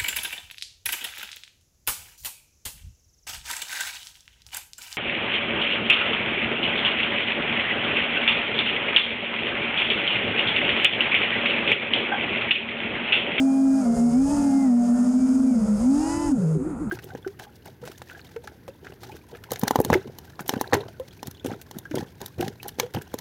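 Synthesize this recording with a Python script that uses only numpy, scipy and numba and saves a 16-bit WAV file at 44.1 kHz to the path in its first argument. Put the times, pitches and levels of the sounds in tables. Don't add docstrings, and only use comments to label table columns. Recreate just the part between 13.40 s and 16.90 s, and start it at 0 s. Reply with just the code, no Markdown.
import sys
import numpy as np
from scipy import signal
from scipy.fft import rfft, irfft
from scipy.io import wavfile
from scipy.ndimage import uniform_filter1d
from numba import njit

SR = 44100
rng = np.random.default_rng(int(sys.argv[2]) if len(sys.argv) > 2 else 0)


def magnitude_from_level(level_db):
    exponent = np.asarray(level_db, float) / 20
    return 10 ** exponent


def log_audio(samples):
    frames = np.atleast_2d(samples).T
    limited = np.clip(frames, -1, 1)
    pcm = np.round(limited * 32767).astype(np.int16)
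    wavfile.write(sys.argv[1], SR, pcm)


N = 154350
t = np.arange(N) / SR

# t/s, shaft f/Hz, hum level/dB, blade level/dB
REAR_SHAFT = [(0, 267.1, -14.5, -37.5), (.4, 271.4, -17, -38), (.455, 236, -17, -34.5),
              (.57, 233.7, -20.5, -33), (.74, 239.7, -11, -35), (.8, 263.8, -17, -39), (.93, 289, -21, -34),
              (1.14, 269.7, -15, -33.5), (1.24, 270.4, -14.5, -34), (1.31, 241.4, -14, -34),
              (1.46, 239.5, -15, -34), (1.72, 251.6, -17, -41.5), (1.8, 258.1, -16, -43.5),
              (2.02, 264.5, -16, -50.5), (2.1, 263.1, -15.5, -44), (2.17, 229.2, -16, -39.5),
              (2.22, 215.8, -18, -41), (2.38, 213, -21, -44), (2.44, 246.5, -28.5, -41),
              (2.48, 261, -23, -36), (2.61, 306.5, -30.5, -41), (2.71, 329.4, -38.5, -40.5),
              (2.875, 337.4, -33.5, -45.5), (2.935, 262, -20.5, -44), (3.0, 161, -24, -38),
              (3.1, 161.6, -28.5, -32.5), (3.18, 159, -28, -30)]
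# t/s, shaft f/Hz, hum level/dB, blade level/dB
FRONT_SHAFT = [(0, 213.8, -59, -28), (.07, 226.1, -32, -34.5), (.31, 220.5, -38, -35),
               (.41, 216.7, -25.5, -32), (.49, 186.2, -48, -40), (.6, 182.4, -36, -32),
               (.69, 188.6, -48, -34), (.75, 184.7, -41, -33), (.81, 202.1, -73, -40.5),
               (.93, 214.3, -35, -34.5), (1.0, 235.6, -30, -36.5), (1.22, 233.7, -29.5, -34),
               (1.32, 199.9, -38, -37.5), (1.65, 200, -32, -34), (1.85, 216, -30.5, -43),
               (2.1, 219.2, -32, -39), (2.18, 172, -33, -37.5), (2.37, 176.4, -47, -35.5),
               (2.45, 203, -45, -40), (2.52, 222, -22, -45), (2.62, 267.7, -28.5, -34),
               (2.7, 282, -31.5, -34.5), (2.8, 295.7, -31.5, -36.5), (2.885, 287.4, -28, -33.5),
               (2.94, 241.2, -24, -53), (2.99, 179.9, -25.5, -42), (3.05, 188.6, -37, -36),
               (3.12, 184, -46, -41.5)]
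# t/s, shaft f/Hz, hum level/dB, blade level/dB
OTHER_FRONT_SHAFT = [(0, 197, -49, -41), (.3, 207, -36, -40), (.41, 202, -47, -40), (.52, 164, -35, -31),
                     (.74, 158, -30, -47), (.9, 188, -41, -41), (1.1, 203, -32, -36),
                     (1.22, 211, -30.5, -41), (1.33, 193, -35, -39), (1.65, 196, -41, -40.5),
                     (1.85, 205, -49, -40.5), (2.1, 196, -45, -41), (2.2, 152, -63, -30.5),
                     (2.38, 155, -41, -35.5), (2.5, 200, -36, -37), (2.64, 255, -53, -43),
                     (2.86, 258, -71, -55), (2.99, 133, -27, -27), (3.12, 143, -69, -28)]
# t/s, lead/turns
REAR_LEAD = [(.02, 0), (.13, .5), (.27, 1), (.445, .5), (.562, -.5), (.624, -1), (.903, .5), (1.028, 2.5),
             (1.209, 4.5), (1.32, 5), (1.472, 4.5), (1.578, 3.5), (1.878, -.5), (1.942, -1.5),
             (1.991, -2.5), (2.143, -6.5), (2.264, -8.5), (2.38, -9.5), (2.49, -10), (2.93, -10),
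             (2.962, -9.5), (3.015, -8.5), (3.045, -8)]
# t/s, level/dB
REAR_BALANCE = [(0, -22), (.3, -7.5), (.55, -3), (.72, -3), (.95, -10.5), (1.3, -13.5), (1.6, -5),
                (2.2, -4.5), (2.5, 10.5), (2.92, 1.5), (2.96, 3.5), (3.02, 4.5), (3.05, 10.5)]
# t/s, level/dB
SUM_TONE_LEVEL = [(.4, -50), (.47, -36.5), (.74, -35), (.85, -41), (1.1, -50), (1.5, -45.5), (2.1, -42.5),
                  (2.3, -60)]
# multiple of the
# shaft/1, level/dB
ROTOR_OVERTONES = [(2, -12), (3, -2.5), (4, -21), (6, -21.5), (9, -27), (12, -36), (15, -30), (21, -34)]
# f/Hz, level/dB
CASE_COLOUR = [(430, -7), (510, 0), (1400, 1), (2350, 6), (2750, 2), (3200, 1), (4200, -12), (5000, 6)]
# t/s, rear level/dB, front level/dB
BLADE_BITE = [(0, 3, -8), (.4, 3, -8), (.5, -3, -4), (.75, 2, -4), (.95, -2, 4), (1.22, -6, 5),
              (1.35, -7, -1), (1.72, -6, -2), (1.8, 9, -5), (2.1, 10, -9), (2.2, -4, -6), (2.42, -3, -6),
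              (2.53, -6, -8), (2.62, 6, 0), (2.88, 8, -2), (2.95, -16, -16)]
# t/s, level/dB
THRUST_LEVEL = [(0, -39), (.07, -48.5), (.14, -45), (.4, -42.5), (.49, -45.5), (.57, -43), (.64, -43),
                (.72, -42), (.77, -44), (.9, -40.5), (1.0, -40), (1.17, -41.5), (1.38, -48), (1.48, -43.5),
                (2.1, -45), (2.3, -47.5), (2.4, -45.5), (2.53, -40.5), (2.67, -40.5), (2.8, -44),
                (2.9, -44.5), (2.94, -50), (3.14, -50), (3.19, -55), (3.3, -59.5), (3.35, -62.5),
                (3.41, -57), (3.5, -61.5)]
# f/Hz, density/dB per Hz
HISS_SPECTRUM = [(3600, -39), (4350, -14), (4950, -2), (6000, -7), (6600, -3), (9400, -3.5), (11500, -17.5),
                 (15100, -31)]
# f/Hz, density/dB per Hz
SWISH_SPECTRUM = [(1200, -8), (1800, -21.5), (2700, 2), (4300, -2)]
# f/Hz, density/dB per Hz
WASH_SPECTRUM = [(100, 1), (200, 5.5), (500, -3.5), (900, -3.5), (1150, -7), (1390, -3), (1600, -15),
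                 (2700, -24)]
# f/Hz, density/dB per Hz
WIND_SPECTRUM = [(20, -13), (45, -1), (90, -5.5), (140, -15), (250, -19)]
# t/s, level/dB
GUST_LEVEL = [(0, -48), (.09, -50), (.44, -47), (.57, -34), (.64, -45), (.79, -36), (.84, -36), (.93, -31),
              (1.11, -44.5), (1.3, -48), (1.8, -42.5), (1.93, -41), (2.2, -38), (2.31, -44), (2.4, -40),
              (2.55, -35), (2.7, -37), (2.84, -43), (2.88, -31), (2.96, -41), (3.05, -52), (3.2, -40.5),
              (3.5, -43)]
# f/Hz, density/dB per Hz
BUFFET_SPECTRUM = [(120, -6), (400, 3), (600, -9)]
# t/s, blade f/Hz, level/dB
ROLL_BLADE = [(3.12, 470, -42), (3.15, 400.7, -24), (3.2, 375, -24.5), (3.24, 385, -36.5),
              (3.265, 356.6, -30), (3.295, 367, -29), (3.33, 336, -59), (3.38, 288.6, -49),
              (3.41, 361, -36), (3.45, 336, -45), (3.5, 248, -55)]
# t/s, blade f/Hz, level/dB
OTHER_ROLL_BLADE = [(3.12, 330.8, -58), (3.16, 315.5, -18.5), (3.195, 254.4, -27), (3.22, 256.8, -13),
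                    (3.245, 302.7, -29), (3.275, 324.4, -20), (3.3, 315.3, -37), (3.32, 300, -22.5),
                    (3.345, 260.3, -28.5), (3.37, 199, -33.5), (3.395, 262, -28), (3.42, 333, -22),
                    (3.445, 270, -28.5), (3.47, 208.6, -24.5), (3.5, 206, -26)]

SPEED_JITTER = 0.00302
UNLOAD_S, ROLL_S, HUM_CUT_S = 2.94, 3.13, 3.175


def curve(table, col=1):
    rows = np.array(table, float)
    lane = np.interp(t, rows[:, 0], rows[:, col])
    return uniform_filter1d(lane, size=1200)


def walk(rate_hz):
    knots = rng.standard_normal(int(N / SR * rate_hz) + 2)
    return 1.203 * np.interp(t * rate_hz, np.arange(len(knots)), knots)


def shaft_angle(hz, jitter=SPEED_JITTER):
    return 2 * np.pi * np.cumsum(hz * (1 + jitter * walk(40.03))) / SR


def rotor(angle, hum_db, blade_db, bite_db):
    hz = uniform_filter1d(np.gradient(angle), size=800) * SR / (2 * np.pi)
    hz = np.maximum(hz, 20)
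    frame_db = 7.5 / (1 + ((hz - 262) / 63.5) ** 2)
    out = magnitude_from_level(hum_db + frame_db) * np.sin(angle)
    case_hz, case_db = np.array(CASE_COLOUR, float).T
    for order, order_db in ROTOR_OVERTONES:
        level_db = blade_db + order_db + np.interp(np.log(order * hz), np.log(case_hz), case_db)
        if order > 4:
            level_db = level_db + bite_db + 2.2 * walk(9)
        if order > 12:
            level_db = level_db + 0.16 * (hz - 330)
        level_db = level_db + 1.5 * walk(24.68)
        out = out + magnitude_from_level(level_db) * np.sin(order * angle + order)
    return out


def roll_fade():
    return -40 * np.clip((t - ROLL_S) / 0.02, 0, 1)


def flying_rotors():
    jitter = SPEED_JITTER * (1 + 5.6 * (t > UNLOAD_S))
    rear = shaft_angle(curve(REAR_SHAFT), jitter)
    front = shaft_angle(curve(FRONT_SHAFT), jitter)
    other = shaft_angle(curve(OTHER_FRONT_SHAFT), jitter)
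    second_rear = rear + 2 * np.pi * curve(REAR_LEAD)
    fade = roll_fade()
    hum_cut = -27 * np.clip((t - HUM_CUT_S) / 0.012, 0, 1)
    hum_db = curve(REAR_SHAFT, col=2) - 5.5 + hum_cut
    blade_db = curve(REAR_SHAFT, col=3) + fade
    rear_bite, front_bite = curve(BLADE_BITE), curve(BLADE_BITE, col=2)

    out = rotor(rear, hum_db, blade_db, rear_bite)
    out = out + rotor(second_rear, hum_db + curve(REAR_BALANCE), blade_db - 3, rear_bite - 5)
    out = out + rotor(front, curve(FRONT_SHAFT, col=2) - 3.5 + fade,
                      curve(FRONT_SHAFT, col=3) + fade, front_bite)
    out = out + rotor(other, curve(OTHER_FRONT_SHAFT, col=2) - 1.5 + fade,
                      curve(OTHER_FRONT_SHAFT, col=3) + fade, front_bite - 4)
    out = out + magnitude_from_level(curve(SUM_TONE_LEVEL) + 1.8 * walk(22)) * np.sin(rear + front)
    return np.sqrt(2) * out, 3 * front


def noise(spectrum, flicker_db, swell_db, rate_hz):
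    rows = np.array(spectrum, float)
    low_hz, high_hz = rows[0, 0], rows[-1, 0]
    f = np.maximum(np.arange(N // 2 + 1) * SR / N, 1)
    shape = magnitude_from_level(np.interp(np.log(f), np.log(rows[:, 0]), rows[:, 1], left=-90, right=-90))
    spec = rfft(rng.standard_normal(N)) * shape
    place = 2 * np.log2(f / low_hz)
    out = 0
    for k in range(int(2 * np.log2(high_hz / low_hz)) + 2):
        band = irfft(spec * np.clip(1 - abs(place - k), 0, 1), N)
        out = out + band * magnitude_from_level(flicker_db * walk(rate_hz) + swell_db)
    return out / out.std()


def resonance(x, hz, width_hz):
    return signal.lfilter(*signal.iirpeak(hz, hz / width_hz, fs=SR), x)


def tip_hiss(blade_angle, thrust_db, swell_db):
    hiss = noise(HISS_SPECTRUM, 0.88, swell_db, 11.81)
    hiss = hiss + 0.82 * resonance(hiss, 6530, 640)
    hiss = hiss - 0.35 * resonance(hiss, 6020, 230)
    notch_depth = 1 - magnitude_from_level(np.minimum(thrust_db + 46, 0))
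    hiss = hiss - notch_depth * resonance(hiss, 5350, 3300)
    hiss = hiss * (1 + 0.38 * np.sin(blade_angle))
    swish = noise(SWISH_SPECTRUM, 1.4, swell_db, 28.07) * magnitude_from_level(-15.5)
    return (hiss + swish) * magnitude_from_level(thrust_db)


def prop_wash(thrust_db, swell_db):
    level_db = -37.5 + 0.47 * (thrust_db - thrust_db.mean())
    return noise(WASH_SPECTRUM, 1.7, swell_db, 11) * magnitude_from_level(level_db)


def wind():
    return noise(WIND_SPECTRUM, 1.2, 1.7 * walk(12), 8.6) * magnitude_from_level(curve(GUST_LEVEL))


def wake_buffet(swell_db):
    onset = np.clip((t - UNLOAD_S) * 20, 0, 1)
    return magnitude_from_level(-43.5) * noise(BUFFET_SPECTRUM, 3, swell_db, 25) * onset


def roll_blades():
    rise_db = -40 - roll_fade()
    out = 0
    for blade, speed_ratio, trim_db in (
            (ROLL_BLADE, 1, -7), (OTHER_ROLL_BLADE, 1, -8),
            (OTHER_ROLL_BLADE, 0.6, -19), (ROLL_BLADE, 1.32, -16)):
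        level_db = curve(blade, col=2) + trim_db + 2.2 * walk(50) + rise_db
        angle = shaft_angle(speed_ratio * curve(blade), jitter=0.012)
        out = out + magnitude_from_level(level_db) * (t > ROLL_S) * np.sin(angle)
    return np.sqrt(2) * out


def scene():
    tones, blade_angle = flying_rotors()
    thrust_db = curve(THRUST_LEVEL)
    swell_db = 0.7 * walk(11.72)
    air = tip_hiss(blade_angle, thrust_db, swell_db) + prop_wash(thrust_db, swell_db)
    air = air + wind() + wake_buffet(swell_db)
    return (magnitude_from_level(3.0) * (tones + air + roll_blades()))[None]


@njit
def follow(x, up, down):
    y, e = np.empty(len(x)), np.abs(x[:400]).max()
    for i in range(len(x)):
        e += (abs(x[i]) - e) * (up if abs(x[i]) > e else down)
        y[i] = e
    return y


def band_limit(x):
    return signal.sosfilt(signal.butter(12, 15160, fs=SR, output="sos"), x)


def record(dry):
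    attack_s, release_s = 0.0005, 0.054
    threshold_db, ratio, drive = -21.5, 2.054, 1.71
    envelope = follow(dry[0], 1 / (attack_s * SR), 1 / (release_s * SR))
    gain = np.minimum(magnitude_from_level(threshold_db) / envelope, 1) ** (1 - 1 / ratio)
    mix = np.tanh(drive * dry * gain) / drive
    return band_limit(mix)


dry = scene()
out = record(dry)
log_audio(out)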